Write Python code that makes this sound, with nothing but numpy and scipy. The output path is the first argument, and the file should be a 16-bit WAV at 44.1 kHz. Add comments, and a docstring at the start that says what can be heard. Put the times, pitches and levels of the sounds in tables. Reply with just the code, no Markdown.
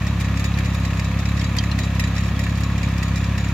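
"""A three-cylinder diesel tractor idles in a potato field, its governor hunting.
Each firing excites a filter for the exhaust thud and swells noise bands for the combustion clatter.
Shaped noise gives the rumble and wavering sines the whine; loose steel parts clack and ring as decaying modes.
Close by, a few small hard clicks, grit noise with decaying modes, sound as a potato is turned in a gloved hand."""
import sys
import numpy as np
from scipy import signal
from scipy.fft import rfft, irfft
from scipy.io import wavfile

SR = 44100
rng = np.random.default_rng(int(sys.argv[2]) if len(sys.argv) > 2 else 0)


def generate_wav(signal):
    """Clip the signal to [-1, 1] and save it as 16-bit WAV at the path in sys.argv[1]."""
    frames = np.transpose(np.atleast_2d(signal))
    scaled = np.clip(frames, -1, 1) * 32767
    pcm = np.round(scaled).astype(np.int16)
    wavfile.write(sys.argv[1], SR, pcm)


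N = 155673
TIME = np.arange(N) / SR

# Stereo balance of the machine. Each row: frequency in Hz, left over right in dB.
BALANCE_DB = [(150, 2.5), (450, 1), (1200, 1.5), (2000, -0.5), (5500, -1.5), (12000, -2)]


def from_db(db):
    """Amplitude ratio: 20 dB is a factor of ten."""
    return 10 ** (np.asarray(db) / 20)


def rms_one(x):
    """Normalization to unit root-mean-square amplitude."""
    return x / np.sqrt(np.mean(x ** 2) + 1e-20)


def at_hz(points, hz):
    """Linear interpolation on a logarithmic frequency axis, held flat beyond the ends."""
    f, value = np.transpose(points)
    return np.interp(np.log(hz), np.log(f), value)


def panned(db):
    """Intensity panning: half the level difference raises the left, half lowers the right."""
    return from_db(np.array([[.5], [-.5]]) * db)


def drift(corner_hz):
    """Random modulation: noise through two equal real poles, scaled to unit rms."""
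    step = 40  # samples between computed points
    warm_up = 2000  # points dropped while the filter settles
    pole = np.exp(-2 * np.pi * corner_hz * step / SR)
    noise = rng.standard_normal(N // step + 2 + warm_up)
    slow = signal.lfilter([1], [1, -2 * pole, pole * pole], noise)[warm_up:]
    return np.interp(np.arange(N) / step, np.arange(len(slow)), rms_one(slow))


def strike(times, gains, response):
    """Superposition: an impulse train convolved with one response."""
    train = np.zeros(N)
    inside = (times >= 0) & (times < (N - 1) / SR)
    np.add.at(train, (times[inside] * SR).astype(int), gains[inside])
    return signal.fftconvolve(train, response)[:N]


def burst(rise_s, fall_s):
    """Transient envelope: a smooth onset times exponential decay, half a second long with peak 1."""
    t = TIME[:SR // 2]
    shape = (1 - np.exp(-(t / rise_s) ** 2)) * np.exp(-t / fall_s)
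    return shape / shape.max()


def noise_bands(spectrum, count):
    """Subtractive synthesis: (centre Hz, stereo band) pairs of filtered noise, rms 1 when combined."""
    # Likeness of left and right. Each row: frequency in Hz, correlation (no unit).
    likeness = [(60, 0.93), (250, 0.94), (700, 0.91), (1400, 0.75), (2800, 0.47), (5500, 0.032),
                (11000, 0.091)]
    edges = np.geomspace(spectrum[0][0], min(spectrum[-1][0], SR / 2 - 10), count + 1)
    white = rng.standard_normal((2, 2, N))  # neighbouring bands take turns with two noise pairs
    bands = []
    for k, (low, high) in enumerate(zip(edges, edges[1:])):
        band_pass = signal.butter(2, [low, high], "band", fs=SR, output="sos")
        mid, side = signal.sosfilt(band_pass, white[k % 2])
        hz = np.sqrt(low * high)
        alike = np.clip(at_hz(likeness, hz), -1, 1)
        pair = np.sqrt(1 + alike) * mid + np.sqrt(1 - alike) * side * [[1], [-1]]
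        gains = from_db(at_hz(spectrum, hz)) * panned(at_hz(BALANCE_DB, hz))
        bands.append((hz, gains * pair))
    total = np.sqrt(sum(np.mean(band ** 2) for _, band in bands))
    return [(hz, band / total) for hz, band in bands]


def causal_response(spectrum, size=8192):
    """Minimum phase: folding the cepstrum of a magnitude spectrum gives a causal impulse response."""
    hz = np.maximum(np.arange(size // 2 + 1) * SR / size, 1)
    # past the last row the level falls 12 dB per octave
    rolloff_db = 40 * np.log10(np.maximum(hz / spectrum[-1][0], 1))
    cepstrum = irfft(np.log(from_db(at_hz(spectrum, hz) - rolloff_db)))
    folded = np.r_[cepstrum[0], 2 * cepstrum[1:size // 2]]
    return irfft(np.exp(rfft(folded, size)))


def firings(speed, count=126):
    """Integrated firing rate: each whole count is a firing, with strength and lateness by cylinder."""
    # Cylinders in firing order. 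Each row: mean strength in dB, mean lateness in milliseconds.
    cylinders = [(1.5, .35), (1.7, -0.28), (0.87, 0)]
    first_firing_s, spread_db, jitter_ms = 0.01108, 0.68, .08
    number = np.arange(count)
    db, late_ms = np.array(cylinders)[number % len(cylinders)].T
    chance = rng.standard_normal((count, 2))
    late_s = (late_ms + jitter_ms * chance[:, 0]) / 1000
    fired = np.cumsum(speed) / SR
    # firings beyond the end are put at 10 s, where strike drops them
    times = first_firing_s + np.interp(number, fired, TIME, right=10) + late_s
    return times, from_db(db + spread_db * chance[:, 1])


def exhaust(times, gains):
    """Impulse excitation: each puff thuds through pipe and silencer and echoes, over a noise rumble."""
    # Response of pipe and silencer to one puff. Each row: frequency in Hz, relative level in dB.
    puff_spectrum = [(15, -19.5), (34, -14), (52, -6), (68, 2.5), (102, 0.5), (135, -2.5), (169, -3),
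                     (203, -8), (237, -13.5), (271, -16.5), (305, -22), (345, -31.5), (400, -45),
                     (900, -50)]
    # Reflections in the pipe. Each row: delay in seconds, amplitude gain (no unit).
    pipe_echoes = [(0.0136, 0.1), (0.019, 0.36)]
    # Rumble of the running machine. Each row: frequency in Hz, relative level in dB per Hz.
    rumble_spectrum = [(20, -27), (42, -38), (62, -7.5), (120, -6), (190, -8), (250, -2), (300, -11.5),
                       (350, -17.5), (410, -26), (800, -23)]
    thud_rms_db, rumble_rms_db = -20, -34.5
    thud = causal_response(puff_spectrum)
    thuds = strike(times, gains, thud)
    for delay, gain in pipe_echoes:
        thuds = thuds + strike(times + delay, gains * gain, thud)
    rumble = sum(band for _, band in noise_bands(rumble_spectrum, count=18))
    # the puffs have negative polarity
    return -from_db(thud_rms_db) * rms_one(thuds - thuds.mean()) + from_db(rumble_rms_db) * rumble


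def clatter(times):
    """Amplitude modulation: steady noise off the block swells in a knock just after each firing."""
    # Combustion clatter. Each row: frequency in Hz, relative level in dB per Hz.
    clatter_spectrum = [(300, -17), (425, -8), (530, -0.5), (700, -3), (840, -5), (960, -1), (1120, 0),
                        (1300, -1), (1500, -8), (1850, 0), (2100, -9.5), (2450, 1.5), (2750, -8.5),
                        (3020, -11), (3300, -7.5), (4000, -11), (5300, -17.5), (7060, -15.5), (7700, -29),
                        (9500, -32.5), (12000, -25.5), (16000, -36)]
    # Height of a typical knock over the steady clatter. Each row: frequency in Hz, amplitude ratio.
    knock_depth = [(500, .1), (1200, 0.14), (2000, 1.0), (3500, 0.26), (9000, 0.39)]
    rms_db, knock_delay_s, knock_spread_db = -34, 0.0068, 3
    strengths = from_db(knock_spread_db * rng.standard_normal(len(times)))
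    knocks = strike(times + knock_delay_s, strengths, burst(rise_s=0.002, fall_s=0.0045))
    out = 0
    for hz, band in noise_bands(clatter_spectrum, count=38):
        out = out + band * (1 + at_hz(knock_depth, hz) * knocks)
    return from_db(rms_db) * rms_one(out)


def whines(speed):
    """Frequency modulation: shafts and panels sing at pitches that partly follow the engine and waver."""
    # Hum and gear whine. Each row: mean pitch in Hz, rms level in dB ahead of the stereo balance.
    tones = [(122.5, -39.5), (369, -52.5), (510, -53), (712, -57), (985, -54), (1092, -50), (1234, -51.5),
             (1694, -51.5)]
    follows = .3  # exponent of pitch on engine speed
    wander, waver_db = .002, 2.5  # rms fraction of pitch, rms level change
    out = 0
    for hz, db in tones:
        pitch = hz * (speed / speed.mean()) ** follows * (1 + wander * drift(21))
        tone = np.sin(2 * np.pi * np.cumsum(pitch) / SR) * from_db(waver_db * drift(6))
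        out = out + from_db(db) * rms_one(tone) * panned(at_hz(BALANCE_DB, hz))
    return out


def loose_steel():
    """Modal excitation: each clack or lighter random rattle is a noise crash with ringing steel modes."""
    # Each row: start in seconds, level in dB before the crash trim and mode levels,
    # body near 2 kHz in relative dB, top above 8 kHz in relative dB.
    clacks = [(0.0647, -31, -2, -15), (0.198, -33, -4, -10), (0.2429, -33.5, 11, -17),
              (0.371, -31, -6, -17), (0.3934, -29.5, -3, -11), (0.4397, -25, 0, -12),
              (0.5848, -30.5, 13.5, -9.5), (0.6548, -33.5, 6, -18), (0.7444, -31, -6, -11),
              (0.849, -30, 2, -16), (0.9698, -34, 10, -14), (0.9933, -28.5, 10, -17),
              (1.042, -30.5, -7, -17), (1.1873, -31, -7, -17), (1.2529, -30.5, 3, -17),
              (1.2867, -34, -1, -12), (1.368, -31, -1, -16), (1.3917, -31.5, -3, -21),
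              (1.4096, -36, 4, -17), (1.44, -28, 5, -21), (1.5641, -29, 8, -9), (1.6352, -32, 5, -16),
              (1.7864, -26.5, 4, -14), (1.8323, -32, 10, -20), (1.9941, -24, 10, -9.5),
              (2.0366, -28.5, 10.5, -18), (2.1619, -31.5, 4, -17), (2.1786, -29, 8, -17),
              (2.233, -35, 4, -23), (2.3906, -29, 9.5, -10), (2.4357, -28.5, -11, -13),
              (2.4912, -36, -6, -11), (2.552, -36, -9, -16), (2.5722, -34, -6, -11), (2.6037, -37, -1, -5),
              (2.6322, -29, -3, -18), (2.7774, -32.5, 8, -15), (2.829, -28.5, 9, -16),
              (2.9779, -32, 4, -12), (3.0278, -27, 3, -13), (3.156, -28, 0, -16), (3.1774, -35, 4, -13),
              (3.24, -30, 1, -17), (3.3772, -27.5, 8.5, -14.5), (3.442, -34, 12, -19)]
    # Colour of a crash. Each row: frequency in Hz, relative level in dB per Hz.
    clack_colour = [(500, -4), (1300, -30), (1850, 6.5), (2450, 9.5), (3100, -3), (4500, 3.5), (7000, 0),
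                    (8500, -9), (12000, -6.5), (16000, -16)]
    # Modes of the steel. Each row: frequency in Hz, level in dB re the clack, 60 dB decay time in seconds.
    steel = [(1770, -7, 0.057), (1917, -5.5, 0.062), (2394, -4.5, 0.086), (3586, -15.5, 0.18),
             (3870, -14.5, 0.31), (3910, -12, 0.24), (4707, -11, 0.064), (5450, -9.5, 0.059),
             (6800, -14.5, 0.29), (6750, -18, 0.18), (7110, -14, .1), (7480, -15, 0.045)]
    crash_trim_db, rise_s, fall_s = -4, 0.0023, 0.0074
    typical_body_db, typical_top_db = 4, -12.5
    rattles_per_s, rattle_db, rattle_spread_db = 17, -40.5, 2.5
    ring_spread_db, ring_flutter_db = 1.5, 3

    rattles = []
    for _ in range(int(rattles_per_s * N / SR)):
        level_db = rattle_db + rattle_spread_db * rng.standard_normal()
        rattles.append((rng.random() * N / SR, level_db, typical_body_db, typical_top_db))
    s, db, body_db, top_db = np.transpose(list(clacks) + rattles)

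    crash_db = db + crash_trim_db
    shape = burst(rise_s, fall_s)
    body = strike(s, from_db(crash_db + body_db - typical_body_db), shape)
    middle = strike(s, from_db(crash_db), shape)
    top = strike(s, from_db(crash_db + top_db - typical_top_db), shape)
    out = 0
    for hz, band in noise_bands(clack_colour, count=16):
        out = out + band * (body if hz < 3000 else middle if hz < 8000 else top)

    for hz, mode_db, t60 in steel:
        ring = burst(rise_s, t60 / np.log(1000)) * np.sin(2 * np.pi * hz * TIME[:SR // 2])
        # left and right differ in gain and, by up to one period, in onset
        gains = from_db(db + mode_db + ring_spread_db * rng.standard_normal((2, len(s))))
        lags = rng.random((2, len(s))) / hz
        flutter = rms_one(from_db(ring_flutter_db * drift(54)))
        rings = np.array([strike(s + lag, g, ring) for lag, g in zip(lags, gains)])
        out = out + flutter * rings * panned(at_hz(BALANCE_DB, hz))
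    return out


def close_clicks():
    """Impact of small hard bits: a gritty noise scrape with damped, bright resonances."""
    # Each row: start in seconds, level in dB, pitch in Hz, left over right in dB.
    clicks = [(.538, -31, 3910, 0), (1.413, -28, 3210, 3), (1.584, -14.5, 4670, -3.5),
              (1.7132, -23, 4140, 2.5), (2.362, -32, 3340, 0)]
    # Each row: multiple of the pitch (no unit), level in dB re the click, 60 dB decay time in seconds.
    click_modes = [(.68, -9, 0.073), (.73, -13.5, .035), (.96, -17, .025), (1, -4, .032),
                   (1.07, -13, 0.012), (1.33, -11, 0.01)]
    rise_s, grit_fall_s, grit_db, flutter_db = 0.0023, .005, -8, 3
    grit_band = signal.butter(2, [2500, 5730], "band", fs=SR, output="sos")
    out, t = np.zeros((2, N)), TIME[:SR // 2]
    for s, db, pitch, pan_db in clicks:
        grit = signal.sosfilt(grit_band, rng.standard_normal((2, len(t))))
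        sound = from_db(grit_db) * rms_one(grit) * burst(rise_s, grit_fall_s)
        for multiple, mode_db, t60 in click_modes:
            phase = rng.random((2, 1)) * .5  # cycles, apart for left and right
            tone = np.sin(2 * np.pi * (pitch * multiple * t + phase))
            flutter = from_db(flutter_db * drift(150)[:len(t)])
            sound = sound + from_db(mode_db) * burst(rise_s, t60 / np.log(1000)) * tone * flutter
        start = int(s * SR)
        out[:, start:start + len(t)] += from_db(db) * panned(pan_db) * sound
    return out


def scene():
    """Linear superposition of the idling tractor and the close clicks."""
    # Engine speed. Each row: time in seconds, firings per second.
    speed_points = [(0, 34.27), (0.36, 33.96), (0.56, 34.13), (0.95, 33.13), (1.17, 34.15), (1.6, 34.42),
                    (2.0, 33.28), (2.17, 34.08), (2.37, 33.87), (2.66, 34.34), (3.05, 33.1), (3.27, 34.3),
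                    (3.53, 33.5)]
    speed = np.interp(TIME, *np.transpose(speed_points))
    times, gains = firings(speed)
    tractor = exhaust(times, gains) + clatter(times) + whines(speed) + loose_steel()
    return tractor + close_clicks()


def record(dry):
    """Low-pass filtering: a steep elliptic filter cuts the top above 15.9 kHz."""
    # order 12, 0.1 dB ripple below the cutoff, 80 dB rejection beyond
    low_pass = signal.ellip(12, .1, 80, 15900, fs=SR, output="sos")
    return signal.sosfilt(low_pass, dry)


dry = scene()
out = record(dry)
generate_wav(out)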